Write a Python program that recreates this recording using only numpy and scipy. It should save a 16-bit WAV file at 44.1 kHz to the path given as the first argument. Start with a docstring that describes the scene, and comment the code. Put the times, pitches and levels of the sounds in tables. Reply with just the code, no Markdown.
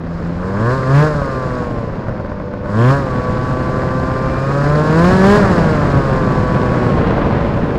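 """A booming, barking two-stroke snowmobile, heard from the rider's helmet on a packed snowy road.
Three short throttle bursts lead to a cruise, a long pull, then coasting. Each firing of the engine
sends a pulse through the intake, exhaust and hood, and these ring at their own pitches.
Underneath, the track rumbles, ruts knock the frame, the skis scrape and wind buffets the microphone,
which overloads at the loudest moments."""
import sys
import numpy as np
from scipy import signal
from scipy.fft import rfft, irfft
from scipy.io import wavfile
from scipy.ndimage import uniform_filter1d

SR = 44100
rng = np.random.default_rng(int(sys.argv[2]) if len(sys.argv) > 2 else 0)


def persist_wave(psi):
    """Save psi, clipped to +-1, as 16-bit WAV."""
    counts = np.round(np.clip(psi, -1, 1) * 32767).astype(np.int16)
    wavfile.write(sys.argv[1], SR, np.atleast_2d(counts).T)


N = 343098
TIME = np.arange(N) / SR
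CONTROL_STEP = 32   # samples between updates of slow changes


def engine_state(flywheel_s=0.06, load_lag_s=0.032):
    """The flywheel smooths each change of speed; the load (how hard the engine works) lags the throttle."""
    # engine speed: (time [s], firing rate [Hz])
    speed = [(0.0, 83.6), (0.35, 85.2), (0.56, 100.0), (0.76, 134.6), (0.86, 127.3), (1.06, 155.7),
             (1.29, 132.6), (1.58, 124.0), (2.06, 104.8), (2.49, 97.8), (2.72, 100.4), (2.96, 142.9),
             (3.12, 125.1), (4.36, 131.2), (4.93, 157.0), (5.12, 186.5), (5.23, 191.1), (5.37, 210.9),
             (5.59, 166.5), (5.87, 142.2), (6.27, 127.3), (6.85, 122.8), (7.07, 114.6), (7.78, 114.2)]
    # the thumb on the throttle: (press time [s], release time [s], opening [0-1])
    presses = [(-0.05, 0.6, 0.38), (0.454, 0.695, 0.61), (0.785, 0.998, 0.74), (0.966, 1.58, 0.09),
               (2.625, 2.896, 0.82), (2.957, 4.48, 0.11), (4.34, 5.25, 0.32), (4.827, 5.093, 0.51),
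               (5.102, 5.319, 0.59), (5.333, 6.876, 0.23)]
    firing_hz = uniform_filter1d(in_time(speed), int(flywheel_s * SR), mode="nearest")
    openings = [opening * held(start, end, 0.16, 0.099) for start, end, opening in presses]
    throttle = np.max(openings, axis=0)
    lag = np.exp(-1 / (load_lag_s * SR))
    load = signal.lfilter([1 - lag], [1, -lag], throttle ** 0.45)   # the first bit of throttle adds most
    return firing_hz, throttle, load


def engine_tones(cycle, firing_hz, throttle, load, waver_db=1.17, harmonics=22):
    """Harmonics (multiples of the firing rate) ring the intake, exhaust and hood; the fan adds to two."""
    # boom of the air intake: (frequency [Hz], gain [dB])
    intake = [(80, -11), (110, -4), (145, 1), (200, -4.5), (270, -20), (400, -23.5), (700, -49),
              (3000, -76)]
    # drone of the exhaust pipe: (frequency [Hz], gain [dB])
    pipe = [(90, -10), (260, -8.5), (390, -31), (460, -3), (515, -5), (600, -4.5), (670, -16.5), (780, -41),
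            (2000, -49)]
    # ring of the hood: (frequency [Hz], gain [dB])
    hood = [(700, -33), (900, -11.5), (1040, 0.5), (1160, -2.5), (1290, -17), (1420, -8), (1540, -6.5),
            (1680, -13.5), (1850, -21), (2050, -32.5), (2700, -37), (4000, -57)]
    # bark of the exhaust: (frequency [Hz], gain [dB])
    bark = [(120, -8), (250, -10), (330, 3), (410, 3), (580, -3.5), (700, -2), (830, -11.5), (950, -5.5),
            (1070, -7.5), (1300, -18), (1720, -5.5), (2050, -31.5), (2600, -35.5), (4200, -44)]
    # near idle the clutch lets go, and the freed engine loses its voice
    clutch_db = np.interp(firing_hz, [84.4, 91], [-9.8, 0])
    boom_db = engine_db(firing_hz, throttle, base=-27, slower=6, faster=13, push=23)
    drone_db = engine_db(firing_hz, load, base=-26.5, slower=12, faster=8.5, push=8.5) + clutch_db
    hood_db = engine_db(firing_hz, load, base=-38, slower=20, faster=4, push=17) + clutch_db
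    bark_db = engine_db(firing_hz, load, base=-49, slower=22, faster=20, push=25) + clutch_db
    paths = [(from_db(boom_db) * per_firing(cycle, spread_db=0.3), intake),
             (from_db(drone_db) * per_firing(cycle, spread_db=0.4), pipe),
             (from_db(hood_db) * per_firing(cycle, spread_db=1.5), hood),
             (from_db(bark_db) * per_firing(cycle, spread_db=0.3), bark)]
    fan = cooling_fan(firing_hz, load, clutch_db)
    steps = slice(None, None, CONTROL_STEP)
    out = np.zeros(N)
    for k in range(1, harmonics + 1):
        hz = k * firing_hz[steps]
        power = sum((level[steps] * gain_at(colour, hz)) ** 2 for level, colour in paths)
        if k in fan:
            power += fan[k][steps] ** 2
        height = np.sqrt(2 * power) * from_db(waver_db * slow_drift(14.8) * (k > 1))
        # echoes under the hood smear the high harmonics, and shift as the rider moves
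        smear = (2.04 * rng.standard_normal() + 0.11 * drift(2.6)) * np.tanh(k / 5)
        out += np.interp(TIME, TIME[steps], height) * np.cos(2 * np.pi * k * cycle + smear)
    return out


def cooling_fan(firing_hz, load, clutch_db, harmonic=9):
    """The fan whines, and whistles an octave higher as the cruise ends; gives a strength per harmonic."""
    whine_db = engine_db(firing_hz, load, base=-33, slower=35, faster=-9.5, push=4) + clutch_db
    whistle = from_db(-43) * held(3.98, 4.33, 0.4, 0.4)
    return {harmonic: from_db(whine_db), 2 * harmonic: whistle}


def exhaust_noise(cycle, firing_hz, throttle, load):
    """Uneven firings burble in the pipe off the throttle; with it open, each ends in a sharp spit."""
    # low swirl of gas in the pipe: (frequency [Hz], level [dB])
    burble_colour = [(350, -26.5), (490, 18.5), (590, 13), (660, 4.5), (740, -16), (2500, -74.5)]
    # bright rasp of the spitting gas: (frequency [Hz], level [dB])
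    spit_colour = [(1500, -16), (2400, -2.5), (3300, 2.5), (3900, -17.5), (7000, -16), (10000, -29),
                   (15000, -36)]
    burble_db = engine_db(firing_hz, load, base=-31.5, slower=17, faster=8.5, push=-14)
    spit_db = engine_db(firing_hz, throttle, base=-75, slower=6, faster=1, push=41)
    burble = coloured(puffs(cycle, depth=0.74, uneven_db=2.0), burble_colour)
    spit = coloured(puffs(cycle, depth=4, uneven_db=2.5), spit_colour)
    return from_db(burble_db) * burble + from_db(spit_db) * spit


def engine_rattle(cycle, firing_hz, load):
    """A rough clatter whose strength jumps from one firing to the next."""
    # tone of the rattle: (frequency [Hz], level [dB])
    rattle_colour = [(100, -24.5), (300, 1), (590, -1), (780, -16.5), (1130, -1.5), (1400, -5), (1750, -8),
                     (2150, -16.5), (3000, -44.5), (6000, -65.5)]
    level_db = engine_db(firing_hz, load, base=-34.5, slower=7, faster=20, push=5.5)
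    return from_db(level_db) * coloured(puffs(cycle, depth=0.16, uneven_db=5.0), rattle_colour)


def engine_hiss(cycle, firing_hz, load, dull_hz=7300, dull_below_db=-50):
    """The engine's hiss loses its highest notes as it dies down off the throttle."""
    # tone of the hiss: (frequency [Hz], level [dB])
    hiss_colour = [(1500, -3), (2500, -1.5), (3200, -7), (4200, -.3), (5200, -1.5), (6000, -10),
                   (6600, -7.5), (7900, -11), (8900, -20), (9800, -19), (11500, -26), (15000, -35)]
    level_db = engine_db(firing_hz, load, base=-49, slower=17, faster=14, push=11.5)
    bright = coloured(puffs(cycle, depth=0.031, uneven_db=1.2), hiss_colour)
    dull = signal.sosfiltfilt(signal.butter(4, dull_hz, fs=SR, output="sos"), bright)
    dull_share = np.clip((dull_below_db - level_db) / 4, 0, 1)
    return from_db(level_db) * (bright + dull_share * (dull - bright))


def track():
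    """The rubber track rumbles, and its ridges make small slaps on the snow."""
    # rumble of the track: (frequency [Hz], level [dB])
    track_colour = [(30, -26), (65, -4.5), (110, 2), (165, 1.5), (300, -4.5), (550, -9), (850, -14),
                    (1500, -23), (2200, -29.5), (4000, -43), (8000, -60.5), (15000, -92)]
    rush = rng.standard_normal(N) * from_db(drift(18))
    slaps = 0.6 * grains(per_s=220, spread_db=4.5)
    return running_gain(top_db=-13, doubling_db=12.5) * coloured(rush + slaps, track_colour)


def knocks():
    """Each rut jolts the suspension and rings all the frame's notes, in a new mix every time."""
    # jolts from the ruts: (time [s], relative level [dB])
    ruts = [(0.269, -33), (1.177, -15), (1.218, -4), (2.084, -8.5), (2.093, -10.5), (2.2, -11),
            (2.248, -10.5), (2.318, -10), (2.4, -16), (2.538, -8), (2.658, -9), (6.719, -3.5), (7.012, -6),
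            (7.18, -1.5), (7.448, -5.5), (7.574, -6.5)]
    # the frame's notes: (frequency [Hz], relative level [dB], time to fade by 60 dB [s])
    frame_notes = [(145, 8.5, 0.012), (344, -5, 0.016), (560, -3, 0.039), (1040, -13, 0.057),
                   (1480, -11, 0.023), (2530, -33, .007)]
    times, jolt_db = np.transpose(ruts)
    out = np.zeros(N)
    for k, (hz, note_db, fade_s) in enumerate(frame_notes):
        chance_db = rng.normal(0, 1, len(times))
        clicks = np.zeros(N)
        clicks[(times * SR).astype(int)] = from_db(jolt_db + note_db + chance_db - 3.5)
        out += (-1) ** k * ring(clicks, hz, fade_s)
    return out


def skis():
    """Hard snow crunches under the skis, louder through one patch of crust."""
    # scrape of the skis: (frequency [Hz], level [dB])
    ski_colour = [(400, -29.5), (900, 18), (1600, 12.5), (2700, 0), (4500, -8.5), (8000, -38), (15000, -64)]
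    crust = from_db(4.5 * held(6.95, 7.45, 0.089, 0.089))
    crunch = grains(per_s=6000, spread_db=2.5) * from_db(1.5 * drift(45))
    return running_gain(top_db=-32, doubling_db=17) * crust * coloured(crunch, ski_colour)


def wind():
    """Swirls of air make a deep rumble on the microphone."""
    # buffeting of the air: (frequency [Hz], level [dB])
    wind_colour = [(18, 13.5), (50, 16), (75, 15.5), (110, -8.5), (300, -50.5)]
    return running_gain(top_db=-23, doubling_db=8) * coloured(rng.standard_normal(N), wind_colour)


def engine_db(firing_hz, effort, base, slower, faster, push, cruise_hz=125):
    """Level in dB: base at cruise, -slower per octave below, +faster per octave above, +push x effort."""
    octaves = np.log2(firing_hz / cruise_hz)
    return base + octaves * np.where(octaves < 0, slower, faster) + push * effort


def running_gain(top_db, doubling_db):
    """Gain of a noise that grows by doubling_db each time the sled's speed doubles."""
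    # the sled's speed over the snow: (time [s], share of top speed [0-1])
    pace = [(0, 0.45), (.8, 0.59), (1.6, 0.6), (2.55, 0.44), (3.15, 0.7), (4.5, 0.69), (5.4, 0.98),
            (6.3, 0.86), (7.05, 1.0), (7.78, 0.85)]
    return from_db(top_db + doubling_db * np.log2(in_time(pace)))


def per_firing(cycle, spread_db):
    """Each firing burns with a strength of its own."""
    strength = from_db(spread_db * rng.standard_normal(N // 100))
    return rms_one(np.interp(cycle, np.arange(len(strength)), strength))


def puffs(cycle, depth, uneven_db):
    """Rushing noise that swells with each firing."""
    swell = np.exp(depth * np.cos(2 * np.pi * cycle))
    return rng.standard_normal(N) * swell * per_firing(cycle, uneven_db)


def grains(per_s, spread_db):
    """Tiny hits of uneven size at random times."""
    sizes = from_db(spread_db * np.minimum(rng.exponential(1, N), 3))
    signs = rng.choice([-1, 1], N)
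    hits = rng.random(N) < per_s / SR
    return rms_one(sizes * signs * hits)


def ring(clicks, hz, fade_s):
    """Each click starts a pure tone that fades by 60 dB in fade_s."""
    decay = from_db(-60 / (fade_s * SR))
    angle = 2 * np.pi * hz / SR
    return signal.lfilter([0, np.sin(angle)], [1, -2 * decay * np.cos(angle), decay ** 2], clicks + 1e-18)


def coloured(x, spectrum, size=8192):
    """Give x the tone of a body with this spectrum, at an average level of 1."""
    cepstrum = irfft(np.log(gain_at(spectrum, np.arange(size // 2 + 1) * SR / size)))
    # fold onto the first half, so the body rings only after it is struck
    cepstrum[1:size // 2] *= 2
    cepstrum[size // 2 + 1:] = 0
    click_response = irfft(np.exp(rfft(cepstrum)))
    return rms_one(signal.oaconvolve(x, click_response)[:N])


def gain_at(spectrum, hz):
    """Read a (frequency, dB) table as gains at the given frequencies."""
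    points_hz, level_db = np.transpose(spectrum)
    return from_db(np.interp(np.log(hz + 1e-9), np.log(points_hz), level_db))


def slow_drift(rate_hz, warm_up=2000):
    """A random wander of size about 1, mostly slower than rate_hz; one value per control step."""
    noise = rng.standard_normal(len(TIME[::CONTROL_STEP]) + warm_up)
    decay = np.exp(-2 * np.pi * CONTROL_STEP * rate_hz / SR)
    return rms_one(signal.lfilter([1], [1, -2 * decay, decay ** 2], noise)[warm_up:])


def drift(rate_hz):
    """The same kind of wander, one value per sample."""
    return np.interp(TIME, TIME[::CONTROL_STEP], slow_drift(rate_hz))


def held(start, end, rise_s, fall_s):
    """Rise towards 1 from start, fall back to 0 from end; all in seconds."""
    return np.clip((TIME - start) / rise_s, 0, 1) * np.clip(1 - (TIME - end) / fall_s, 0, 1)


def in_time(rows):
    """Join (time, value) points with straight lines."""
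    return np.interp(TIME, *np.transpose(rows))


def from_db(db):
    """Turn decibels into a gain to multiply by."""
    return 10 ** (np.asarray(db) / 20)


def rms_one(x):
    """Scale to an average (root mean square) level of 1."""
    return x / np.sqrt(np.mean(x ** 2) + 1e-20)


def scene():
    """Engine speed and throttle drive the engine's sounds; the sled's pace drives track, skis and wind."""
    firing_hz, throttle, load = engine_state()
    cycle = np.cumsum(firing_hz * (1 + 0.00154 * drift(16.3))) / SR   # firings so far, slightly unsteady
    tones = engine_tones(cycle, firing_hz, throttle, load)
    exhaust = exhaust_noise(cycle, firing_hz, throttle, load)
    rattle = engine_rattle(cycle, firing_hz, load)
    hiss = engine_hiss(cycle, firing_hz, load)
    ground = track() + skis() + knocks()
    return (tones + exhaust + rattle + hiss + ground + wind())[None]


def record(dry):
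    """The microphone drops the deepest rumble, flattens the biggest peaks and cuts the highest treble."""
    low_hz, high_hz, overload = 15, 15700, 0.71
    x = signal.sosfilt(signal.butter(2, low_hz, "high", fs=SR, output="sos"), dry)
    x = np.clip(x, -overload, overload)
    return signal.sosfilt(signal.ellip(10, .1, 80, high_hz, fs=SR, output="sos"), x)


dry = scene()
out = record(dry)
persist_wave(out)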